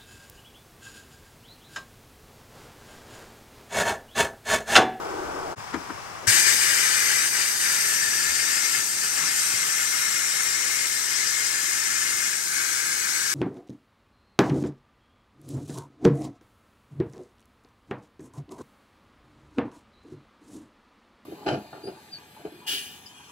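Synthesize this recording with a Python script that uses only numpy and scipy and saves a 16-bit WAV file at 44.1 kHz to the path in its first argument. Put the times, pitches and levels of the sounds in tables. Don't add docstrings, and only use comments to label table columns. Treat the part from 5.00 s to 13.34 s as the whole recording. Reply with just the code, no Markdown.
import sys
import numpy as np
from scipy import signal
from scipy.fft import rfft, irfft
from scipy.io import wavfile
from scipy.ndimage import uniform_filter1d

SR = 44100
rng = np.random.default_rng(int(sys.argv[2]) if len(sys.argv) > 2 else 0)


def rack_gain(trim_db):
    fader = np.asarray(trim_db, float)
    return 10 ** (fader / 20)


def store_wav(level_fs):
    pcm = np.round(np.clip(np.atleast_2d(level_fs), -1, 1) * 32767)
    wavfile.write(sys.argv[1], SR, pcm.T.astype(np.int16))


N = 367794
T = np.arange(N) / SR
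HOP = 1536
SIZE = 3 * HOP
HZ = np.arange(SIZE // 2 + 1) * SR / SIZE
STARTS = np.arange(-HOP, N, HOP)
CUT_S, OPEN_S = .5545, 1.268


def walk(rate):
    k = int(SR / rate)
    steps = np.repeat(rng.standard_normal(N // k + 1), k)
    return 0.43 * uniform_filter1d(uniform_filter1d(steps, k), k)[:N]


def drift(shape, keep):
    rows = rng.standard_normal((len(STARTS), *shape))
    keep = min(keep, .995)
    return signal.lfilter([np.sqrt(1 - keep ** 2)], [1, -keep], rows, axis=0, zi=keep * rows[-1:])[0]


def grit(scatter_db):
    weight_db = scatter_db * np.minimum(rng.exponential(size=N), 5)
    x = rng.standard_normal(N) * rack_gain(weight_db)
    return x / x.std()


def moments(x):
    padded = np.pad(x, (HOP, 3 * HOP))
    frames = padded[STARTS[:, None] + HOP + np.arange(2 * HOP)] * np.hanning(2 * HOP)
    return rfft(np.pad(frames, ((0, 0), (HOP // 8, HOP - HOP // 8))))


def box(swing, echo_db):
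    t60_s, creep_keep, wave_db = 0.067, 0.98, -3
    alike_hz = 2770
    fall = np.exp(-np.log(1000) * np.arange(HOP * 3 // 4) / SR / t60_s)
    echoes = drift((4, len(fall)), creep_keep) * fall / np.sqrt(np.sum(fall ** 2))
    tails = rfft(echoes, SIZE).transpose(1, 0, 2)
    alike = np.exp(-(HZ / alike_hz) ** 2)
    still = rack_gain(echo_db - 6.2 * alike) * tails[:2]
    rocking = rack_gain(wave_db - 14 * alike) * swing * tails[2:]
    left, own = still + rocking
    return 1 + np.array([left, alike * left + np.sqrt(1 - alike ** 2) * own])


def heard(common, apart, colour, body, alike=1):
    # (pitch [Hz], common share [0-1], lead of the right port [rad])
    ports = [(0, 0.77, -2.5), (298, 0.62, 0), (640, 0.81, 2), (1080, 0.87, 1.2), (1850, 0.93, 1.37),
             (2320, 0.8, 1.5), (4300, 0.73, 1), (5520, 0.9, 1.5), (6200, 0, 6), (8580, 0.54, 7),
             (10400, 0.98, 10), (11540, 0.93, 12), (12700, .8, 12.5), (13400, .95, 16.5), (14300, .9, 17),
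             (14800, .7, 17), (15400, .95, 18)]
    hz, *db = np.transpose(colour)
    gain = rack_gain([np.interp(np.log(HZ + 1), np.log(hz), d) for d in db])[:, None] * body
    gain = gain / np.sqrt(np.mean(np.abs(gain) ** 2, axis=(0, 2), keepdims=True) / 2)
    port_hz, share, lead = np.transpose(ports)
    share = np.clip(alike * np.interp(HZ, port_hz, share), 0, 1)
    left = moments(common)
    shifted = np.exp(1j * np.interp(HZ, port_hz, lead)) * left
    right = share * shifted + np.sqrt(1 - share ** 2) * moments(apart)
    frames = irfft(gain * np.array([left, right]), SIZE)
    out = np.zeros((2, N + 5 * HOP))
    for k, start in enumerate(STARTS):
        out[:, start + HOP:start + HOP + SIZE] += frames[:, k]
    return out[:, HOP + HOP // 8:][:, :N]


def extractor(cabinet):
    # (pitch [Hz], left level [dB], right level [dB])
    fan_tone = [(25, -14, -18), (110, 1, -2), (243, -7.5, -15), (650, -3.5, -5.5), (820, 1, -2.5),
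                (1150, 1, -2), (1500, -1, -9), (1800, -5, -7.5), (3960, -15.5, -19), (5530, -9.5, -22),
                (7450, -15.5, -23.5), (9400, -23, -20.5), (10700, -25, -25), (12700, -27, -34),
                (15700, -31, -26)]
    # (pitch [Hz], left level [dB], right level [dB])
    motor_tone = [(101, -7, -7), (223, -10.5, -12), (346, 5, 0), (556, -1, -7.5), (770, 0.5, 3.5),
                  (1090, -3, -8), (1550, -3, -7), (1900, -43, -41)]
    fan_db, motor_db = -40.5, -36
    since = np.maximum(T - OPEN_S, 0)
    duck_db = -5.5 * (1 - np.exp(-since / 0.2)) - 9 * (1 - np.exp(-since / 5.2))
    ducked = rack_gain(fan_db + duck_db + .5 * walk(12))
    motor = rack_gain(motor_db + 0.99 * walk(7.5)) * (T < CUT_S)
    fan = heard(ducked * grit(1.0), ducked * grit(.6), fan_tone, cabinet, alike=.45)
    return fan + heard(motor * grit(.7), motor * grit(.7), motor_tone, cabinet)


def knocks():
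    # (time [s], rms level [dB], rise [s], t60 [s], pitch [Hz])
    contacts = [(0.57, -42, 0.023, 0.18, 160), (0.7446, -25.5, 0.016, 0.096, 1270),
                (0.744, -45, .006, .05, 4000), (0.745, -27, 0.016, 0.092, 316),
                (.761, -39, .005, 0.075, 330), (.762, -39, .005, .08, 1100),
                (0.772, -37, 0.0036, 0.092, 240), (.80, -42, .01, 0.3, 290),
                (.904, -32.5, 0.015, 0.067, 1240), (0.905, -34, 0.017, 0.095, 300),
                (0.92, -48, .01, 0.3, 110), (1.24, -40.5, .03, 0.23, 430), (4.2, -38, 0.086, 0.4, 1300),
                (4.151, -51, 0.062, 1.0, 360), (0.744, -47, .005, .04, 7400)]
    out = np.zeros((2, N))
    for s, db, rise, t60, hz in contacts:
        span = slice(int((s - .2) * SR), int((s + .6) * SR))
        t = T[span] - s
        shape = np.where(t < 0, np.exp(t / rise * 2), np.exp(-np.log(1000) * t / t60))
        near, far = rng.standard_normal((2, len(t))) * shape
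        grate = signal.butter(2, (0.65 * hz, 1.29 * hz), "bandpass", fs=SR, output="sos")
        ring = signal.sosfilt(grate, [1.74 * near, .5 * near + 0.4 * far])
        out[:, span] += rack_gain(db) * np.sqrt(SR / 2 / hz) * ring
    return out


def thumps():
    # (time [s], peak level [dB], pitch [Hz], t60 [s])
    bumps = [
        (.745, -38, 80, 0.17),
        (.739, -26.5, 950, .075),
        (.740, -26.5, 1430, .09),
        (.743, -29, 330, .1),
        (.903, -37, 930, .08),
        (.905, -38, 1400, .08),
        (1.275, -19.5, 109, 0.092),
        (3.29, -45, 74.6, .25),
        (4.202, -46.5, 159.4, 0.56),
        (4.533, -44, 110, 0.26),
    ]
    out = np.zeros(N)
    for s, db, hz, t60 in bumps:
        t = np.maximum(T - s, 0)
        push = 1 - np.exp(-t / 0.0052)
        out += rack_gain(db) * push * np.exp(-np.log(1000) * t / t60) * np.sin(2 * np.pi * hz * t)
    return out * np.array([[1.5], [.9]])


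def stroke():
    wave_hz, uneven_rad = 6.3, 1.2
    return np.sin(2 * np.pi * wave_hz * STARTS / SR + uneven_rad * drift((), keep=0.945))[:, None]


def handling():
    # (back on [s], sliding [s], off [s], part ring [dB])
    misses = [
        (1.455, .03, .03, -4.5),
        (1.6, 0.037, 0.027, -4),
        (2.33, .05, .03, -7),
        (2.61, 0.15, 0.036, -6.5),
        (4.02, 0.07, .17, -6),
        (4.16, .04, 0.068, -4),
        (6.09, 0.033, 0.2, -2.5),
        (7.52, 0.064, 0.12, -4.5),
    ]
    # (time [s], walls [dB], part [dB])
    slugs = [(1.49, 2.5, 1.5), (3.35, 1.5, -1.2), (3.64, 1.5, 0), (3.77, 0, 2), (4.25, 0.5, 0.5),
             (4.39, 1.5, -1), (4.9, 0, -2.5), (5.31, 1.5, -1.8), (6.17, 1.5, -1), (6.29, 1.5, -1),
             (6.47, 1, -1.2), (7.6, 0.5, 1.5), (7.92, 0.5, 0)]
    snap_s, slug_s = .04, 0.019
    miss_db = 0
    for s, slide, off, db in misses:
        leaving = (T - s + off + slide) / slide
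        returning = (s - T) / snap_s + .5
        miss_db = miss_db + db * np.clip(np.minimum(leaving, returning), 0, 1)
    slug_db = sum(np.outer(db, np.exp(-.5 * ((T - s) / slug_s) ** 2)) for s, *db in slugs)
    return miss_db, *slug_db


def faces(swing, ring_db, wander_db, swing_db, right_share):
    # (pitch [Hz], width [Hz], level [dB])
    face_a = [(1590, 60, -3), (1780, 94, -2), (2040, 65, -3), (2410, 39, -3), (2880, 48, -8),
              (3690, 92, -9), (4810, 79, -2), (5280, 38, -2), (5610, 160, -4), (6260, 150, -2),
              (6550, 31, -4), (7740, 90, -6), (8110, 58, -4), (8580, 180, -5)]
    face_b = [(1770, 110, 0), (2140, 44, -.5), (2420, 38, -5), (2740, 32, -9), (3310, 62, -10),
              (3980, 83, -9), (4800, 53, -3), (4990, 64, -4), (5360, 45, -4), (5640, 170, -2),
              (5970, 36, -5), (6150, 120, -4), (6780, 190, -5), (7360, 65, -3), (8590, 94, -4),
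              (7620, 63, -3)]
    face_c = [(1570, 160, -1), (2200, 49, -1), (2480, 44, -5), (3550, 38, -7), (4720, 140, -5),
              (5460, 55, 2.5), (5730, 39, -5), (6120, 57, -2), (6560, 92, -2), (7270, 110, -3),
              (7900, 68, -3), (8750, 110, -4), (9160, 60, -8)]
    # (pitch [Hz], ..)
    hollows = [
        (2550, 3150, 5450, 7470),
        (1930, 2280, 3090, 3440, 4120, 5870),
        (1900, 2750, 3200, 5860, 7600),
    ]
    turn_s, turn_length_s = (2.8, 7.35), 0.3
    hollow_width_hz, hollow_depth, hollow_swing = 140, .7, .29
    first, second = (np.clip(((STARTS + HOP) / SR - s) / turn_length_s + .5, 0, 1) for s in turn_s)
    aims = (1 - first, first - second, second)
    power, hollow = 0, 0
    for face, dips, aim in zip((face_a, face_b, face_c), hollows, aims):
        ring = np.array([rack_gain(db) ** 2 / (1 + (2 * (HZ - hz) / max(width, 45)) ** 2)
                         for hz, width, db in face])
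        swell_db = wander_db * drift((len(face),), keep=0.73)
        swell_db = swell_db + swing_db * swing * rng.standard_normal(len(face))
        power = power + (np.clip(aim, 0, 1)[:, None] * rack_gain(ring_db + swell_db) ** 2) @ ring
        left_over = 1
        for hz in dips:
            depth = hollow_depth + hollow_swing * swing * np.cos(hz / 200)
            left_over = left_over * (1 - depth * np.exp(-(2 * (HZ - hz) / hollow_width_hz) ** 2))
        hollow = hollow + aim[:, None] * left_over
    return np.sqrt(hollow * np.array([1 + power, 1 + right_share ** 2 * power]))


def blast(swing):
    # (pitch [Hz], left level [dB], right level [dB])
    sheet_tone = [(20, -32, -36), (60, -21, -27), (116, 1.5, -0.5), (203, 1, -19), (340, 4, 1),
                  (427, 3, -9.5), (670, -7, -7), (876, 2.5, 2), (1410, -20.5, -21)]
    nozzle_tone = [(6000, -27.5, -27), (7700, -3.5, -5), (8680, -5, 4.5), (11000, -7.5, -8),
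                   (10770, 0.5, -4.5), (13050, -14, -7), (14600, -15, -21), (14600, -11, -27),
                   (15700, -9, -26), (17000, -44, -46)]
    part_tone = [(620, -29, -33), (916, -27, -23.5), (1375, -8, -12.5), (1710, -5.5, -13.5),
                 (1860, -6, -21), (2150, -5, -15.5), (2690, -12, -18), (3920, -21.5, -31), (4970, -36, -39)]
    walls_tone = [(1800, -45, -42), (2780, -10.5, -20), (3370, -10.5, -13), (4400, -6.5, -15),
                  (4660, -4, -12.5), (5900, -3.5, -18.5), (7560, -4, -10.5), (8330, -5.5, -23),
                  (9150, -12.5, -12), (10600, -33, -29)]
    # (time [s], nearness to the part [dB], left minus right [dB])
    aim = [
        (1.3, 0.5, 9.5),
        (2.15, 2, 9),
        (2.7, 0.4, 8),
        (3.6, 0, 9.5),
        (4.4, -0.5, 9),
        (4.8, 0, 9.3),
        (6.4, 0, 10.5),
        (7.2, 0.5, 9.5),
        (8.3, 0, 9.5),
    ]
    s, *columns = np.transpose(aim)
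    near_db, pan_db = (np.interp(T, s, c) for c in columns)
    miss_db, slug_db, slug_part_db = handling()
    since = np.maximum(T - OPEN_S, 0)
    pull_db = -5.5 * (1 - np.exp(-since / 0.26))
    sag_db = -5.5 * (1 - np.exp(-since / 4.05))
    jet_db = -19.5 + pull_db + sag_db
    walls_db = 0.36 * miss_db + slug_db
    part_db = -4 + near_db + miss_db + slug_part_db
    air_db = -5.5 + 0.05 * miss_db - .3 * slug_db
    sheet_db = -21.5 + 0.29 * miss_db + slug_part_db
    opening = np.clip((T - OPEN_S) / 0.0095, 0, 1)
    flow = opening * rack_gain(jet_db + 0.58 * walk(14))
    cabinet = box(swing, echo_db=-5)
    rings = faces(swing, ring_db=6.5, wander_db=1., swing_db=0.5, right_share=0.66)
    sheet = flow * rack_gain(sheet_db)
    out = heard(sheet * grit(1.0), sheet * grit(1.0), sheet_tone, cabinet)
    air = flow * rack_gain(air_db + 1.9 * walk(11))
    out += heard(air * grit(1.5), air * grit(0.83), nozzle_tone, cabinet)
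    part = flow * rack_gain(part_db + 0.32 * walk(22))
    out += heard(part * grit(1.43), part * grit(1.2), part_tone, cabinet * rings ** 1.1)
    walls = flow * rack_gain(walls_db)
    out += heard(walls * grit(2.3), walls * grit(3.3), walls_tone, cabinet * rings)
    return out * rack_gain(np.array([1, -1])[:, None] * (pan_db - pan_db.mean()) / 2)


def scene():
    swing = stroke()
    return extractor(box(0 * swing, echo_db=-9)) + knocks() + thumps() + blast(swing)


def without(x, gaps):
    spectrum, hz = rfft(x), np.arange(N // 2 + 1) * SR / N
    return irfft(spectrum * np.prod([(hz < lo) | (hz > hi) for lo, hi in gaps], axis=0), N)


def roll_off(x):
    return signal.sosfilt(signal.butter(12, 15830, fs=SR, output="sos"), x)


def record(dry):
    # (from [Hz], to [Hz])
    mid_gaps = [(13250, 14450), (15830, 22050)]
    side_gaps = [(11750, 12300), (15140, 22050)]
    fade_out_s, fade_in_s = .028, .031
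    left, right = dry
    mid = without((left + right) / 2, mid_gaps)
    side = without((left - right) / 2, side_gaps)
    away = np.maximum((CUT_S - T) / fade_out_s, (T - CUT_S) / fade_in_s)
    fade = np.clip(away, 0, 1) ** 1.3
    return roll_off(np.array([mid + side, mid - side]) * fade)


dry = scene()
out = record(dry)
store_wav(out)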